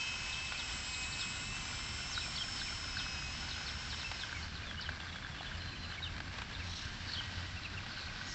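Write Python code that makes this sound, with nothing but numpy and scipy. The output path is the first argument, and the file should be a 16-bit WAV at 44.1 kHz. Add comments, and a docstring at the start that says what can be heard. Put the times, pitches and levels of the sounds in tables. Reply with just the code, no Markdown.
"""A model boat's electric motor whines across a park pond, winds down after 4 s, later runs on slowly.
Its commutator gives the whine; brush noise rasps and rings the hull.
Songbirds chirp and twitter in echoing trees; wavelets lap, slap the stone edge and trap ringing bubbles.
Low wind rumble and a rustle mix with the hum of a distant engine."""
import sys
import numpy as np
from scipy import signal
from scipy.fft import rfft, irfft
from scipy.io import wavfile
from scipy.ndimage import uniform_filter1d, map_coordinates

SR = 44100
rng = np.random.default_rng(int(sys.argv[2]) if len(sys.argv) > 2 else 0)


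def output_pcm(signal):
    """Save a mono or channel-first signal as 16-bit PCM at the path in sys.argv[1].

    Samples are clipped to [-1, 1] before scaling.
    """
    pcm = np.clip(np.atleast_2d(signal).T, -1, 1) * 32767
    wavfile.write(sys.argv[1], SR, np.round(pcm).astype(np.int16))


N = 367980
TIME_S = np.arange(N) / SR
CUT_S = 4.26  # throttle cut
GRIT_DEPTH, GRIT_PER_S = .19, 500  # brush flutter


def undb(db):
    """Decibels to gain."""
    return 10 ** (np.asarray(db) / 20)


def unit(x):
    """Scale to rms 1."""
    return x / np.sqrt(np.mean(x ** 2))


def curves(table):
    """Columns after the first (t/s), interpolated per sample."""
    s, *columns = np.transpose(table)
    return [np.interp(TIME_S, s, c) for c in columns]


def walk(per_s):
    """Smooth random drift, rms 1."""
    hold = max(int(SR / per_s), 2)
    steps = np.repeat(rng.standard_normal(N // hold + 1), hold)
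    return unit(uniform_filter1d(uniform_filter1d(steps, hold), hold)[:N])


def colour(x, points):
    """Minimum-phase filter through (f/Hz, gain/dB) points; output rms 1."""
    hz, db = np.transpose(points)
    size = 8192
    grid_hz = np.maximum(np.fft.rfftfreq(size, 1 / SR), 1)
    cepstrum = irfft(np.log(undb(np.interp(np.log(grid_hz), np.log(hz), db))))
    cepstrum[1:size // 2] *= 2
    cepstrum[size // 2 + 1:] = 0
    impulse = irfft(np.exp(rfft(cepstrum)))
    return unit(signal.fftconvolve(x, impulse)[:N])


def resonate(x, hz, *widths_hz):
    """One resonator per width, in series; gain 1 at the centre."""
    for width_hz in widths_hz:
        x = signal.lfilter(*signal.iirpeak(hz, hz / width_hz, fs=SR), x)
    return x


def angle(hz):
    """Running phase of a moving frequency."""
    return 2 * np.pi * np.cumsum(hz) / SR


def add(out, s, sound):
    """Mix a short sound in at time s."""
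    i = max(int(s * SR), 0)
    out[i:i + len(sound)] += sound[:max(N - i, 0)]


def bump(s, sigma_s):
    """Gaussian envelope, peak 1."""
    return np.exp(-.5 * ((TIME_S - s) / sigma_s) ** 2)


def echo(x, t60_s):
    """Diffuse return from banks and trees, unit energy gain."""
    t = np.arange(SR // 2) / SR
    tail = rng.standard_normal(len(t)) * undb(-60 * t / t60_s) * (1 - np.exp(-t / .003))
    return signal.fftconvolve(x, tail / np.linalg.norm(tail))[:N]


def burst(on_s, off_s, db, up_db_per_s=129, fade_db_per_s=1, down_db_per_s=91):
    """Gain of a throttle burst: spins up, fades as the boat draws away, spins down."""
    up_db = up_db_per_s * np.maximum(on_s - TIME_S, 0)
    fade_db = fade_db_per_s * np.maximum(TIME_S - on_s, 0)
    down_db = down_db_per_s * np.maximum(TIME_S - off_s, 0)
    return undb(db - up_db - fade_db - down_db)


def motor():
    """The commutator whines over weaker shaft lines; brush noise, pulsed once a turn, rings the hull."""
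    # full-throttle whine: t/s, f/Hz, relative level/dB, relative octave level/dB
    whine_track = [(0.0, 2592, -40.5, -57), (0.2, 2579, -47, -53), (0.4, 2611, -45, -62),
                   (0.82, 2550, -53, -53.5), (1.05, 2542, -41.5, -55), (1.09, 2608, -49, -61),
                   (1.26, 2558, -45, -58), (1.39, 2567, -52, -63), (1.56, 2660, -44.5, -60),
                   (1.64, 2602, -55, -55), (2.11, 2664, -53, -49), (2.3, 2650, -66, -50),
                   (2.69, 2636, -63, -47.5), (2.87, 2617, -59, -48.5), (3.0, 2588, -50, -49),
                   (3.28, 2546, -48, -50.5), (3.39, 2627, -60, -51), (3.61, 2548, -52, -53),
                   (3.68, 2625, -64, -51.5), (4.11, 2608, -59, -56.5), (4.15, 2540, -56, -56)]
    # throttle bursts: on/s, off/s, rasp level/dB, hull buzz level/dB
    throttle = [(0, 4.42, -50.5, -49), (6.801, 7.5, -61, -54), (8.32, 8.34, -49, -54)]
    # shaft harmonics: order, relative level/dB
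    shaft_lines = [(3, -15.5), (4, -13.5), (7, -16.5), (8, -12), (9, -9.5), (11, -12.5), (12, -7.5),
                   (13, -13.5), (14, -15), (15, -12.5), (17, -17), (18, -19.5), (19, -14), (21, -8),
                   (22, -16), (23, -14), (24, -15), (25, -15), (26, -13), (27, -18), (28, -21), (29, -19),
                   (30, -14.5), (31, -20.5)]
    # hull resonances: f/Hz, width/Hz, gain/dB
    hull_modes = [(974, 180, -6.5), (2100, 170, -2), (2536, 130, -2), (3036, 330, 0), (3700, 790, -6.5)]
    # brush sizzle: t/s, relative level/dB
    sizzle_track = [(0, -60), (.5, -58), (1.1, -50.5), (2.7, -59.5), (3.1, -73)]
    # brush rasp spectrum: f/Hz, gain/dB
    rasp_spectrum = [(3000, -42), (4000, -10.5), (4650, -3.5), (5400, 7), (5800, -2), (6800, -3),
                     (7150, -10.5), (7650, -7.5), (8400, -31)]
    hz, whine_db, octave_db = curves(whine_track)
    sizzle_db, = curves(sizzle_track)
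    rasp_gain = sum(burst(on, off, db) for on, off, db, _ in throttle)
    buzz_gain = sum(burst(on, off, db) for on, off, _, db in throttle)
    full_throttle = np.clip(.5 + (CUT_S - TIME_S) / .061, 0, 1)
    phase = angle(hz * (1 + .002105 * walk(90)))  # propeller load shakes the speed
    shaft = phase / 10  # ten whine cycles a turn
    whine = np.zeros(N)
    for k, db in enumerate([whine_db, octave_db], 1):
        gain = undb(db - .5 + .75 * walk(44.77))
        grit = unit(1 + GRIT_DEPTH * k * walk(GRIT_PER_S))  # uneven brush contact
        whine += gain * grit * np.sin(k * phase)
    lines = sum(undb(db + 3.5 * walk(6)) * np.sin(k * shaft + .5 * walk(70)) for k, db in shaft_lines)
    tones = np.sqrt(2) * (whine + undb(-1.5) * rasp_gain * lines)
    brushes = rng.standard_normal(N) * (1 + .26 * np.cos(shaft)) * undb(.84 * walk(30))
    buzz = unit(sum(undb(db) * resonate(brushes, f, width, 2 * width) for f, width, db in hull_modes))
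    fizz = unit(resonate(resonate(brushes, 7290, 450), 7530, 470))
    casing = resonate(np.sin(3 * phase), 7650, 130)  # third harmonic crosses a casing resonance
    sizzle = undb(sizzle_db) * (undb(-1) * fizz + undb(-2) * casing)
    return full_throttle * (tones + sizzle) + rasp_gain * colour(brushes, rasp_spectrum) + buzz_gain * buzz


def wind():
    """Gusting rumble, steady air and a rustle that comes and goes."""
    # wind rumble spectrum: f/Hz, gain/dB
    rumble_spectrum = [(12, -24), (25, -4.5), (55, 0.5), (100, -1.5), (160, -7), (260, -11), (400, -20.5),
                       (700, -52.5)]
    # spectrum of the air over the pond: f/Hz, gain/dB
    air_spectrum = [(200, -20), (320, -14.5), (470, -9), (750, -5.5), (900, -7.5), (1130, -4), (1600, -3),
                    (2200, -4), (2700, -6), (4100, -10.5), (5600, -14.5), (6500, -20), (7600, -19),
                    (8400, -44.5)]
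    # rustle around the pond: t/s, level/dB
    rustle_track = [(0, -53.5), (4.6, -56.5), (5.25, -63), (5.8, -58), (6.35, -63), (7, -54.5), (8.34, -53)]
    # f/Hz, gain/dB
    rustle_spectrum = [(1200, -19.5), (2600, 6.5), (4400, 9.5), (5500, 3.5), (6300, -4.5), (8000, -31)]
    rustle_db, = curves(rustle_track)
    rumble = undb(-49 + walk(6)) * colour(rng.standard_normal(N), rumble_spectrum)
    air = undb(-50.5 + walk(40)) * colour(rng.standard_normal(N), air_spectrum)
    rustle = undb(rustle_db + 1.6 * walk(35)) * colour(rng.standard_normal(N), rustle_spectrum)
    return rumble + air + rustle


def engine():
    """A far engine gathers speed; only its two lowest lines carry, throbbing on the wind."""
    # engine firing: t/s, f/Hz, relative level/dB
    firing = [(2.8, 73.1, -59), (3.6, 76, -49.5), (5.2, 82.95, -51.5), (7.25, 87.9, -47.5),
              (8.34, 91, -54.5)]
    hz, db = curves(firing)
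    phase = angle(hz * (1 + .0219 * walk(14)))
    throb = unit(1 + .45 * walk(24))
    hum = np.sin(phase) + undb(-13.5) * np.sin(2 * phase + walk(11))
    return np.sqrt(2) * undb(db - .5) * throb * hum


def note(length_s, pitches_hz, db, rasp=0):
    """A hoarse bird whistle bent through three pitches; rasp deepens its pitch and level shake."""
    u = np.linspace(0, 1, int(length_s * SR))
    hz = np.polyval(np.polyfit([0, .5, 1], pitches_hz, 2), u)
    flutter, tremor = (unit(uniform_filter1d(rng.standard_normal(SR // 2), k))[:len(u)] for k in (60, 150))
    swell = signal.windows.tukey(len(u), .5) * unit(undb(2.2 * (1 + rasp) * tremor))
    phase = angle(hz * (1 + (.019 + .05 * rasp) * flutter))
    return np.sqrt(2) * undb(db) * swell * np.sin(phase)


def chip(length_s, start_hz, db, fall_octaves_per_s=15.5):
    """A short, raspy downward slide."""
    octaves = fall_octaves_per_s * length_s * np.array([0, .5, 1])
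    return note(length_s, start_hz * 2 ** -octaves, db, rasp=.4)


def chirrup(top_hz, db, fall_s, end_hz, rasp, flick_s=.016, fade_db=6.5):
    """A swelling upward flick, then a fading fall, steepest at first."""
    flick = note(flick_s, top_hz * np.array([.83, .92, 1]), db, rasp)
    flick *= np.sqrt(np.linspace(0, 1, len(flick)))
    fall = note(fall_s, [top_hz, .95 * np.sqrt(top_hz * end_hz), end_hz], db, rasp)
    fall *= undb(np.linspace(0, -fade_db, len(fall)))
    out = np.zeros(len(flick) + len(fall))
    turn = int(.75 * len(flick))
    out[:len(flick)] += flick
    out[turn:turn + len(fall)] += fall
    return out


def birds(far_chips_per_s=4, far_hz=4300, whistle_hz=4160, whistle_s=.186, pip_s=.03):
    """Songbird calls; part of each arrives as echo from the trees."""
    # falling chips: t/s, length/s, start f/Hz, level/dB
    chips = [(.32, .036, 4280, -43.5), (.462, 0.029, 3980, -46), (.918, 0.038, 5080, -45),
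             (1.022, 0.028, 4730, -45), (1.116, 0.029, 4900, -42), (2.117, 0.049, 6360, -44),
             (2.574, 0.058, 5700, -44), (3.893, 0.057, 5320, -45.5), (3.994, 0.041, 4700, -46.5),
             (4.548, 0.038, 4800, -50), (5.415, 0.022, 4560, -49), (5.568, .022, 5420, -51),
             (6.53, .032, 4600, -47), (6.755, .05, 4800, -49), (7.63, .022, 4440, -49),
             (8.07, .03, 3150, -50)]
    # peeps: t/s, length/s, start f/Hz, middle f/Hz, end f/Hz, level/dB
    peeps = [(.376, 0.025, 3070, 3160, 3080, -43.5), (0.544, 0.025, 2300, 2420, 2400, -43),
             (1.199, .036, 5100, 5200, 5400, -44.5), (2.098, 0.028, 6250, 6300, 6360, -51),
             (2.156, 0.044, 4150, 3800, 4100, -40.5), (2.199, .02, 4120, 3670, 2900, -44.5),
             (2.204, 0.064, 2470, 2550, 2160, -46), (2.4, 0.034, 3020, 3230, 2950, -36),
             (2.43, .016, 2830, 2570, 2350, -48), (2.647, 0.059, 2550, 2415, 1710, -46.5),
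             (3.013, .034, 2800, 3150, 2750, -47), (3.425, 0.03, 3700, 3920, 4200, -54),
             (4.037, .048, 2595, 2670, 2477, -44), (4.424, 0.025, 4060, 4366, 4860, -47.5),
             (4.627, 0.024, 2570, 2470, 2370, -48.5), (4.663, 0.066, 3640, 3400, 3020, -48.5),
             (4.765, 0.053, 2705, 2990, 2810, -47), (4.854, 0.027, 3560, 3040, 2900, -45),
             (5.718, 0.034, 2750, 2550, 2300, -51), (5.831, 0.04, 2994, 2800, 2530, -51.5),
             (5.975, 0.0235, 2340, 2260, 2100, -45.5), (6.021, 0.034, 3760, 3795, 3340, -40.5),
             (6.043, 0.045, 3150, 2950, 2360, -45), (6.586, 0.057, 2780, 2510, 1848, -49.5),
             (6.833, 0.029, 3040, 2860, 2630, -50), (7.168, 0.042, 2870, 3190, 2740, -40),
             (7.556, 0.034, 2245, 2690, 2600, -48), (7.644, 0.028, 2720, 2650, 2290, -42.5),
             (7.768, 0.029, 2810, 2670, 2150, -44), (8.257, 0.083, 6840, 6500, 5940, -56),
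             (8.269, 0.087, 5860, 5530, 4960, -56)]
    # chirrups: t/s, top f/Hz, level/dB, fall/s, end f/Hz, rasp/0-1
    chirrups = [(.573, 4480, -41, 0.053, 2720, 0.7), (1.189, 4450, -40.5, .052, 2900, 0.87),
                (2.355, 4780, -37, .025, 3040, 0.16), (2.966, 4790, -39, 0.035, 3000, 0.2),
                (3.481, 4820, -43.5, 0.072, 2900, 0.92), (3.659, 4590, -41.5, 0.039, 3130, 0.74),
                (4.188, 4630, -41, .05, 2900, 0.9), (4.803, 5000, -43, 0.031, 3100, .9),
                (7.128, 4680, -38, .026, 3000, 0.13)]
    # runs of falling pips: t/s, rate/Hz, count, f/Hz
    trills = [(4.998, 13.0, 7, 3480), (5.378, 13.4, 6, 3020), (5.83, 10.8, 2, 3000)]
    # faint whistles: t/s, level/dB
    whistles = [(5.57, -54.5), (5.76, -54)]
    draws = rng.random((int(far_chips_per_s * N / SR), 2))
    far_chips = [(when * N / SR, .033, far_hz * 2 ** (tone - .5), -53) for when, tone in draws]
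    # t/s, sound, echo share of the energy
    calls = [(s, chip(*shape), .33) for s, *shape in list(chips) + far_chips]
    calls += [(s, note(length_s, bend_hz, db), .14) for s, length_s, *bend_hz, db in peeps]
    calls += [(s, chirrup(*shape), .2) for s, *shape in chirrups]
    calls += [(s + k / rate_hz, note(pip_s, hz * np.array([1.04, .99, .93]), db=-50.5), .22)
              for s, rate_hz, count, hz in trills for k in range(round(count))]
    calls += [(s, note(whistle_s, whistle_hz * np.array([1, .99, .98]), db), .4) for s, db in whistles]
    direct, scattered = np.zeros(N), np.zeros(N)
    for s, sound, share in calls:
        add(direct, s, np.sqrt(1 - share) * sound)
        add(scattered, s, np.sqrt(share) * sound)
    return direct + echo(scattered, t60_s=.36)


def lapping(drops_per_s=400):
    """Surges of tiny splashes; hollows between the stones ring higher or lower as the water shifts."""
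    # lapping at the edge: t/s, nominal ring f/Hz, level/dB
    lap_track = [(.8, 1451, -55), (1.8, 1449, -53), (3.1, 1460, -51), (5, 1601, -53), (6.4, 1609, -54.5),
                 (8.2, 1520, -51.5)]
    # lapping spectrum: f/Hz, gain/dB
    lap_spectrum = [(400, -26.5), (750, -11.5), (1150, -7.5), (1300, -9.5), (1520, 5), (1720, -5.5),
                    (1950, -13), (3000, -15), (4200, -8), (6000, -23), (8000, -54.5)]
    hz, db = curves(lap_track)
    surge = undb(3.3 * walk(26))
    hits = rng.random(N) < drops_per_s * surge / SR
    drops = hits * rng.uniform(-.92, 1, N) * undb(2 * np.minimum(rng.exponential(size=N), 3))
    read_position = np.cumsum(hz / np.mean(hz))
    return undb(db) * map_coordinates(colour(drops, lap_spectrum), [read_position], mode="mirror")


def slaps(splashes_per_s=9):
    """Wavelets hit the stone in soft noise bursts, among faint random splashes."""
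    # wavelet slaps: t/s, relative level/dB
    wavelets = [(.521, -39), (4.114, -33), (4.668, -41), (4.89, -38.5), (5.001, -39.5), (5.159, -43),
                (5.409, -46), (5.429, -42.5), (6.179, -42), (6.202, -38), (6.339, -45), (6.384, -37.5),
                (6.418, -37), (6.735, -44), (7.863, -41)]
    t = np.arange(int(.04 * SR)) / SR
    envelope = np.exp(-t / .0038) * (1 - np.exp(-t / .00089))
    draws = rng.random((int(splashes_per_s * N / SR), 2))
    splashes = [(when * N / SR, -52.5 + 8 * size) for when, size in draws]
    out = np.zeros(N)
    for s, db in list(wavelets) + splashes:
        add(out, s, undb(db + 12.5) * rng.standard_normal(len(t)) * envelope)
    return signal.sosfilt(signal.butter(3, [550, 3800], "band", fs=SR, output="sos"), out)


def plips(small_count=70, ring_s=.0025, rise_per_s=9.9):
    """Trapped bubbles ring briefly with rising pitch; small ones come at random."""
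    # loudest bubbles: t/s, relative level/dB, f/Hz
    loud = [(.522, -33, 1400), (1.794, -33, 1440), (2.177, -26, 1400), (2.28, -38, 710), (2.41, -36, 1450),
            (2.4857, -34, 1500), (2.616, -32, 1530), (2.83, -38, 1050), (2.9692, -27, 1510),
            (3.064, -31.5, 1430), (3.223, -32, 1454), (3.93, -34, 1545), (4.1144, -31, 1478),
            (4.235, -31.5, 1550), (4.3277, -29.5, 1478), (4.712, -35, 1540), (4.744, -37, 1560),
            (4.795, -33, 1490), (4.89, -25.5, 1540), (5.124, -40, 2050), (5.1592, -34.5, 1580),
            (5.247, -31, 1600), (5.264, -37, 1550), (5.408, -36, 720), (5.517, -33, 1520),
            (5.923, -33, 1570), (6.022, -35, 1610), (6.2036, -32, 1550), (6.34, -43, 1680),
            (6.512, -38, 1597), (6.7344, -38, 1550), (6.871, -33.5, 1500), (7.096, -32.5, 1640),
            (7.208, -33.5, 1440), (7.863, -31.5, 1520), (7.974, -35, 1440), (8.212, -35, 1510)]
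    t = np.arange(int(.04 * SR)) / SR
    small = [(when * N / SR, -48 + 8 * size ** 2, 1350 * 2 ** (1.4 * (tone - .5)))
             for when, size, tone in rng.random((small_count, 3))]
    out = np.zeros(N)
    for s, db, hz in list(loud) + small:
        decay_s = ring_s * 2 ** rng.uniform(-.44, .5)
        envelope = np.exp(-t / decay_s) * (1 - np.exp(-t / .0006))
        add(out, s, undb(db + 2) * envelope * np.sin(angle(hz * (1 + rise_per_s * t))))
    return out


def wind_down(start_hz=2570, sag_hz_per_s2=26000, loudest_s=4.37):
    """Throttle cut: the whine sags ever faster, loudest on its way down."""
    hz = np.maximum(start_hz - sag_hz_per_s2 * np.maximum(TIME_S - CUT_S, 0) ** 2, 0)
    judder = 1 + .02 * walk(GRIT_PER_S)
    grit = unit(1 + 2 * GRIT_DEPTH * walk(GRIT_PER_S))
    return np.sqrt(2) * undb(-46.5) * bump(loudest_s, sigma_s=.02) * grit * np.sin(angle(hz * judder))


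def hisses(width_hz=1000):
    """Brief rasping swells of band noise."""
    # hisses: t/s, sigma/s, f/Hz, peak level/dB
    swells = [(6.77, 0.075, 5330, -52), (6.76, 0.073, 4050, -49), (7.13, 0.038, 4300, -45.5),
              (8.01, 0.038, 4250, -46.5)]
    grain = rng.standard_normal(N) * undb(3 * walk(150))
    return sum(undb(db) * bump(s, sigma_s) * unit(resonate(grain, hz, width_hz, width_hz))
               for s, sigma_s, hz, db in swells)


def slow_motor(restart_s=6.88, restart_hz=1674, cruise_hz=1927, settle_s=.14):
    """The motor restarts: a thin, unsteady whine climbs to a slow cruise."""
    # slow whine: t/s, level/dB
    cruise_track = [(6.8, -81), (6.95, -59.5), (7.4, -58.5), (7.65, -71), (8.34, -59)]
    db, = curves(cruise_track)
    hz = cruise_hz + (restart_hz - cruise_hz) * np.exp(-np.maximum(TIME_S - restart_s, 0) / settle_s)
    tremble = 1 + .002 * walk(70)
    return np.sqrt(2) * undb(db + 2 * walk(30)) * np.sin(angle(hz * tremble))


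def scene():
    """Boat, park and water, mono."""
    boat = motor() + wind_down() + slow_motor()
    park = wind() + engine() + birds() + hisses()
    edge = slaps() + plips()
    water = lapping() + edge + undb(-18) * echo(edge, t60_s=.13)
    return (boat + park + water)[None]


def record(dry, top_hz=8250):
    """The recorder's steep low-pass."""
    return signal.sosfilt(signal.ellip(10, .2, 70, top_hz, fs=SR, output="sos"), dry)


dry = scene()
out = record(dry)
output_pcm(out)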